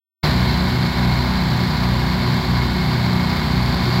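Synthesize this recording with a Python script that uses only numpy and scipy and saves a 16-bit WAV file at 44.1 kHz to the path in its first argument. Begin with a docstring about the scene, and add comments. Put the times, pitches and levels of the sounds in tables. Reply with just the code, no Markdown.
"""Two engine notes throb and beat against each other amid clatter, rattle, whine and rushing air.
They come from two tracked dumpers side by side outdoors: single-cylinder four-strokes at almost equal speed.
Each firing puffs through a muffler; valves and pistons knock on the block, steel covers ring, loose
parts tick, gears, pump and fan sing. A separate low hum wanders underneath, over a rumble.
The sound cuts in abruptly, a little louder at first."""
import sys
import numpy as np
from scipy import signal
from scipy.fft import rfft, irfft, next_fast_len
from scipy.io import wavfile
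from scipy.ndimage import map_coordinates

SR = 44100
rng = np.random.default_rng(int(sys.argv[2]) if len(sys.argv) > 2 else 0)


def persist_wave(psi):
    """Save psi, clipped to +-1, as 16-bit WAV."""
    counts = np.round(np.clip(psi, -1, 1) * 32767).astype(np.int16)
    wavfile.write(sys.argv[1], SR, np.atleast_2d(counts).T)


N = 176400


def amp(db):
    """Decibels to gain."""
    return 10 ** (np.asarray(db) / 20)


def unit(x):
    """Scale to rms 1."""
    return x / np.sqrt(np.mean(x ** 2) + 1e-20)


def curve(rows):
    """One value per sample from (t/s, value) rows."""
    return np.interp(np.arange(N) / SR, *np.transpose(rows))


def wobble(knots_per_s):
    """Smooth random curve, rms about 1."""
    knots = rng.standard_normal(int(N * knots_per_s / SR) + 4)
    return map_coordinates(knots, [np.arange(N) * knots_per_s / SR])


def coloured(x, shape):
    """Minimum-phase filter from (f/Hz, gain/dB) rows; output at rms 1."""
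    m = 2 * next_fast_len(N // 2 + SR // 4)
    hz, db = np.transpose(shape)
    gain_db = np.interp(np.log(np.fft.rfftfreq(m, 1 / SR) + 1), np.log(hz + 1), db)
    cepstrum = irfft(np.log(amp(gain_db)))
    cepstrum[1:m // 2] *= 2
    cepstrum[m // 2 + 1:] = 0
    return unit(irfft(rfft(x, m) * np.exp(rfft(cepstrum)))[:N])


def struck(times_s, sizes, t60_s):
    """Blows on one metal part whose dense modes die quickly."""
    blows = np.bincount(np.clip(times_s * SR, 0, N).astype(int), sizes, N + 1)[:N]
    t = np.arange(SR // 10) / SR
    ring = unit(rng.standard_normal(len(t)) * amp(-60 * t / t60_s))
    return signal.fftconvolve(blows, ring)[:N]


def rumble():
    """Low noise, strongest at the start and briefly near the end."""
    # rumble spectrum: f/Hz, relative level/dB
    spectrum = [(15, -38), (35, -33), (55, -9), (100, -9), (150, 8), (190, -2.5), (260, 0), (400, -7),
                (520, -12.5), (900, -47.5)]
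    # rumble envelope: t/s, level/dB
    envelope = [(.25, -24.5), (.5, -33), (2.25, -32.5), (2.36, -30), (2.5, -31), (3.7, -32), (3.86, -25.5),
                (3.98, -38)]
    return amp(curve(envelope)) * coloured(rng.standard_normal(N), spectrum)


def hum(octave_db=-14):
    """A low hum with its octave, wandering in pitch."""
    # hum pitch: t/s, f/Hz
    pitch = [(0.25, 76.84), (0.47, 76.34), (0.69, 76.54), (0.91, 77.97), (1.13, 78.52), (1.34, 78.49),
             (1.56, 77.79), (1.78, 77.77), (2.0, 78.21), (2.22, 79.6), (2.44, 79.94), (2.66, 79.35),
             (2.88, 77.6), (3.09, 77.52), (3.31, 77.71), (3.53, 77.44), (3.75, 77.4), (3.97, 77.13)]
    # hum envelope: t/s, level/dB
    envelope = [(.25, -26), (.6, -27.5), (1, -29.5), (2, -30), (3.1, -30.5), (3.9, -30.5)]
    angle = 2 * np.pi * np.cumsum(curve(pitch)) / SR
    tone = np.sin(angle) + amp(octave_db) * np.sin(2 * angle)
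    return np.sqrt(2) * tone * amp(curve(envelope) + 0.89 * wobble(4.6))


def cooling_air(engines, pulse_db=-2):
    """Rushing air swells once per turn of each crankshaft, twice per cycle."""
    # air spectrum: f/Hz, relative level/dB
    spectrum = [(180, -31.5), (300, -8), (366, -0.5), (454, -12), (563, -4.5), (771, -2.5), (838, -7),
                (988, -6), (1290, -7.5), (1850, -8.5), (2190, -6.5), (2760, -14), (4170, -6), (4770, -14.5),
                (6210, -27.5), (7330, -22), (9090, -37), (12900, -26), (15700, -49)]
    swells = [amp(pulse_db * np.cos(4 * np.pi * cycles)) for cycles in engines]
    return coloured(sum(rng.standard_normal(N) * swell for swell in swells), spectrum)


def rattle(parts=12, total_ticks_per_s=380, scatter_db=2):
    """Loose metal parts tick at random."""
    # response of the parts: f/Hz, gain/dB
    response = [(290, -42.5), (500, -8.5), (561, -2.5), (697, -4), (771, 0), (828, -1.5), (999, 3.5),
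                (1300, -8), (1470, -1.5), (1860, -11.5), (2210, -6.5), (2440, -22.5), (2740, -13.5),
                (3820, -16.5), (4230, -5), (4740, -5), (6240, -28), (7310, -27.5), (9080, -48),
                (12800, -30), (15700, -26)]
    ticks = np.zeros(N)
    for _ in range(parts):
        hits = np.flatnonzero(rng.random(N) < total_ticks_per_s / parts / SR)
        sizes = amp(scatter_db * np.clip(rng.standard_normal(N)[hits], -2, 2))
        ticks += struck(hits / SR, sizes, t60_s=.018)
    return coloured(ticks, response)


def covers(engines, firing_db=4.5, scatter_db=1.4, surge_db=1.1):
    """Every piston stroke rings the steel covers, the firing stroke hardest."""
    # cover modes, levels drifting as the machines move: f/Hz, relative start/dB, relative end/dB, t60/s
    modes = [(364.6, -48, -39.5, 0.087), (1045, -43, -40, 0.04), (1163, -45, -43, 0.027),
             (2167, -38, -37.5, 0.053), (3625, -48.5, -45.5, 0.053), (4068, -37.5, -42, 0.044),
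             (4380, -43.5, -45, 0.063), (4660, -52, -38.5, 0.041)]
    stroke_count = np.floor(4 * np.array(engines))
    engine, onsets = np.nonzero(np.diff(stroke_count))
    accent_db = firing_db * (stroke_count[engine, onsets] % 4 == 2)
    t, out = np.arange(SR // 5) / SR, np.zeros(N)
    for hz, start_db, end_db, t60_s in modes:
        side, size = rng.standard_normal((2, len(onsets)))
        blows = np.bincount(onsets, np.sign(side) * amp(accent_db + scatter_db * size), N)
        ring = signal.fftconvolve(blows, np.sin(2 * np.pi * hz * t) * amp(-60 * t / t60_s))[:N]
        out += unit(ring * amp(surge_db * wobble(9.29))) * amp(np.linspace(start_db, end_db, N))
    return out


def clatter(engines, jitter_s=.00008, scatter_db=1.8):
    """Valves and pistons strike at the same places in every cycle; the block rings."""
    # metal contacts: place/cycles, relative level/dB
    contacts = [(.05, -7), (.19, -3), (.33, -3), (.46, -1.5), (.59, -6.5), (.73, -5.5), (.88, -2.5)]
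    # block response: f/Hz, gain/dB
    block = [(200, -25), (350, -8.5), (480, -10), (620, 0), (790, 5), (860, -4), (1000, 3), (1150, 1),
             (1300, -3.5), (1480, -2), (1900, -1), (2060, -4.5), (2250, -2), (2600, -11), (3300, -7),
             (3950, -7.5), (4200, -4), (4700, -5), (5900, -23.5), (7200, -27), (8800, -31.5),
             (12700, -23.5), (16000, -35)]
    knocks = np.zeros(N)
    for cycles in engines:
        cycle_starts = np.arange(1, int(cycles[-1]) + 1)
        for place, db in contacts:
            late, size = rng.standard_normal((2, len(cycle_starts)))
            times_s = np.interp(cycle_starts + place, cycles, np.arange(N) / SR, right=N)
            knocks += struck(times_s + jitter_s * late, amp(db + scatter_db * size), t60_s=.033)
    return coloured(knocks, block)


def whine(cycles, engine):
    """Gears, pump and fan sing unsteadily at high multiples of the firing rate."""
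    # whine partials: multiple, relative level/dB of engine 0, of engine 1
    partials = [(18, -69, -46), (26, -41, -49), (29, -40.5, -52), (30, -47.5, -58), (31, -57, -41.5),
                (32, -46.5, -41.5), (34, -42.5, -49), (47, -60, -48), (48, -52, -46), (54, -50, -46.5)]
    out = np.zeros(N)
    for k, *levels_db in partials:
        gain = amp(levels_db[engine] - 2.5 + 2.24 * wobble(7))
        out += gain * np.sin(2 * np.pi * (k * cycles + rng.random()) + 0.49 * wobble(14))
    return np.sqrt(2) * out


def exhaust(cycles, engine, jitter_cycles=.0027, scatter_db=.52):
    """One uneven puff per cycle, smeared by the muffler; a muffler resonance lifts harmonics near it."""
    # exhaust harmonics before the lift: multiple of firing rate, level/dB of engine 0, of engine 1
    harmonics = [(1, -49, -51), (2, -29.5, -31.5), (3, -39.5, -35.5), (4, -26.5, -26.5), (5, -27.5, -32.5),
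                 (6, -34.5, -33.5), (7, -38.5, -32), (8, -40.5, -31), (9, -51, -56), (10, -52, -45),
                 (11, -47.5, -54.5), (12, -43, -41), (13, -57, -44.5)]
    muffler_hz, muffler_width_hz, muffler_db = 181.2, 3.3, 8.5
    dispersion_rad = (1.385, 1.3)[engine]
    angle = 2 * np.pi * (cycles + jitter_cycles * wobble(30))
    firing_hz = np.gradient(cycles) * SR
    note = np.zeros(N)
    for k, *levels_db in harmonics:
        lift_db = muffler_db * np.exp(-((k * firing_hz - muffler_hz) / muffler_width_hz) ** 2)
        note += amp(levels_db[engine] + lift_db) * np.cos(k * angle - dispersion_rad * k ** 2)
    return np.sqrt(2) * note * amp(scatter_db * wobble(30.2))


def scene():
    """Both engines over the hum and the rumble, mono."""
    # firing rate of engine 0, governor hunting: t/s, f/Hz
    hunting = [(0.25, 30.11), (0.47, 30.16), (0.69, 30.15), (0.91, 29.94), (1.13, 30.34), (1.34, 30.32),
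               (1.56, 29.98), (1.78, 30.03), (2.0, 30.33), (2.22, 30.11), (2.44, 29.82), (2.66, 30.3),
               (2.88, 30.37), (3.09, 29.77), (3.31, 30.42), (3.53, 30.39), (3.75, 29.98), (3.97, 30.15)]
    # firing rate of engine 1, steady but for one sag: t/s, f/Hz
    steady = [(0.25, 30.91), (0.47, 30.86), (0.69, 30.8), (0.91, 30.9), (1.13, 30.81), (1.34, 30.72),
              (1.56, 30.82), (1.78, 30.74), (2.0, 30.84), (2.22, 30.85), (2.44, 30.92), (2.66, 30.83),
              (2.88, 30.94), (3.09, 30.11), (3.31, 30.6), (3.53, 31.03), (3.75, 30.94), (3.97, 30.81)]
    # envelope of the mechanical noise: t/s, gain/dB
    envelope = [(.24, 5.5), (.28, 4.5), (.34, 1.5), (.6, 0.5), (1.2, -0.15), (2, -0.2), (3, -.3),
                (3.8, 0.36), (3.98, 1.5)]
    lead_cycles = .884
    # running cycle count per engine, one firing per cycle
    engines = [np.cumsum(curve(hunting)) / SR + lead_cycles, np.cumsum(curve(steady)) / SR]
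    tones = sum(exhaust(cycles, i) + whine(cycles, i) for i, cycles in enumerate(engines))
    metal = amp(-30.5) * clatter(engines) + covers(engines) + amp(-33.3) * rattle()
    machinery = amp(curve(envelope)) * (metal + amp(-31.5) * cooling_air(engines))
    return (tones + machinery + hum() + rumble())[None]


def record(dry, start_s=.2295, fade_s=.01, top_hz=15800):
    """Abrupt cut-in, then a brick-wall low-pass."""
    opened = dry * np.clip((np.arange(N) / SR - start_s) / fade_s, 0, 1)
    m = next_fast_len(N + SR // 2)
    return irfft(rfft(opened, m) * (np.fft.rfftfreq(m, 1 / SR) < top_hz), m)[:, :N]


dry = scene()
out = record(dry)
persist_wave(out)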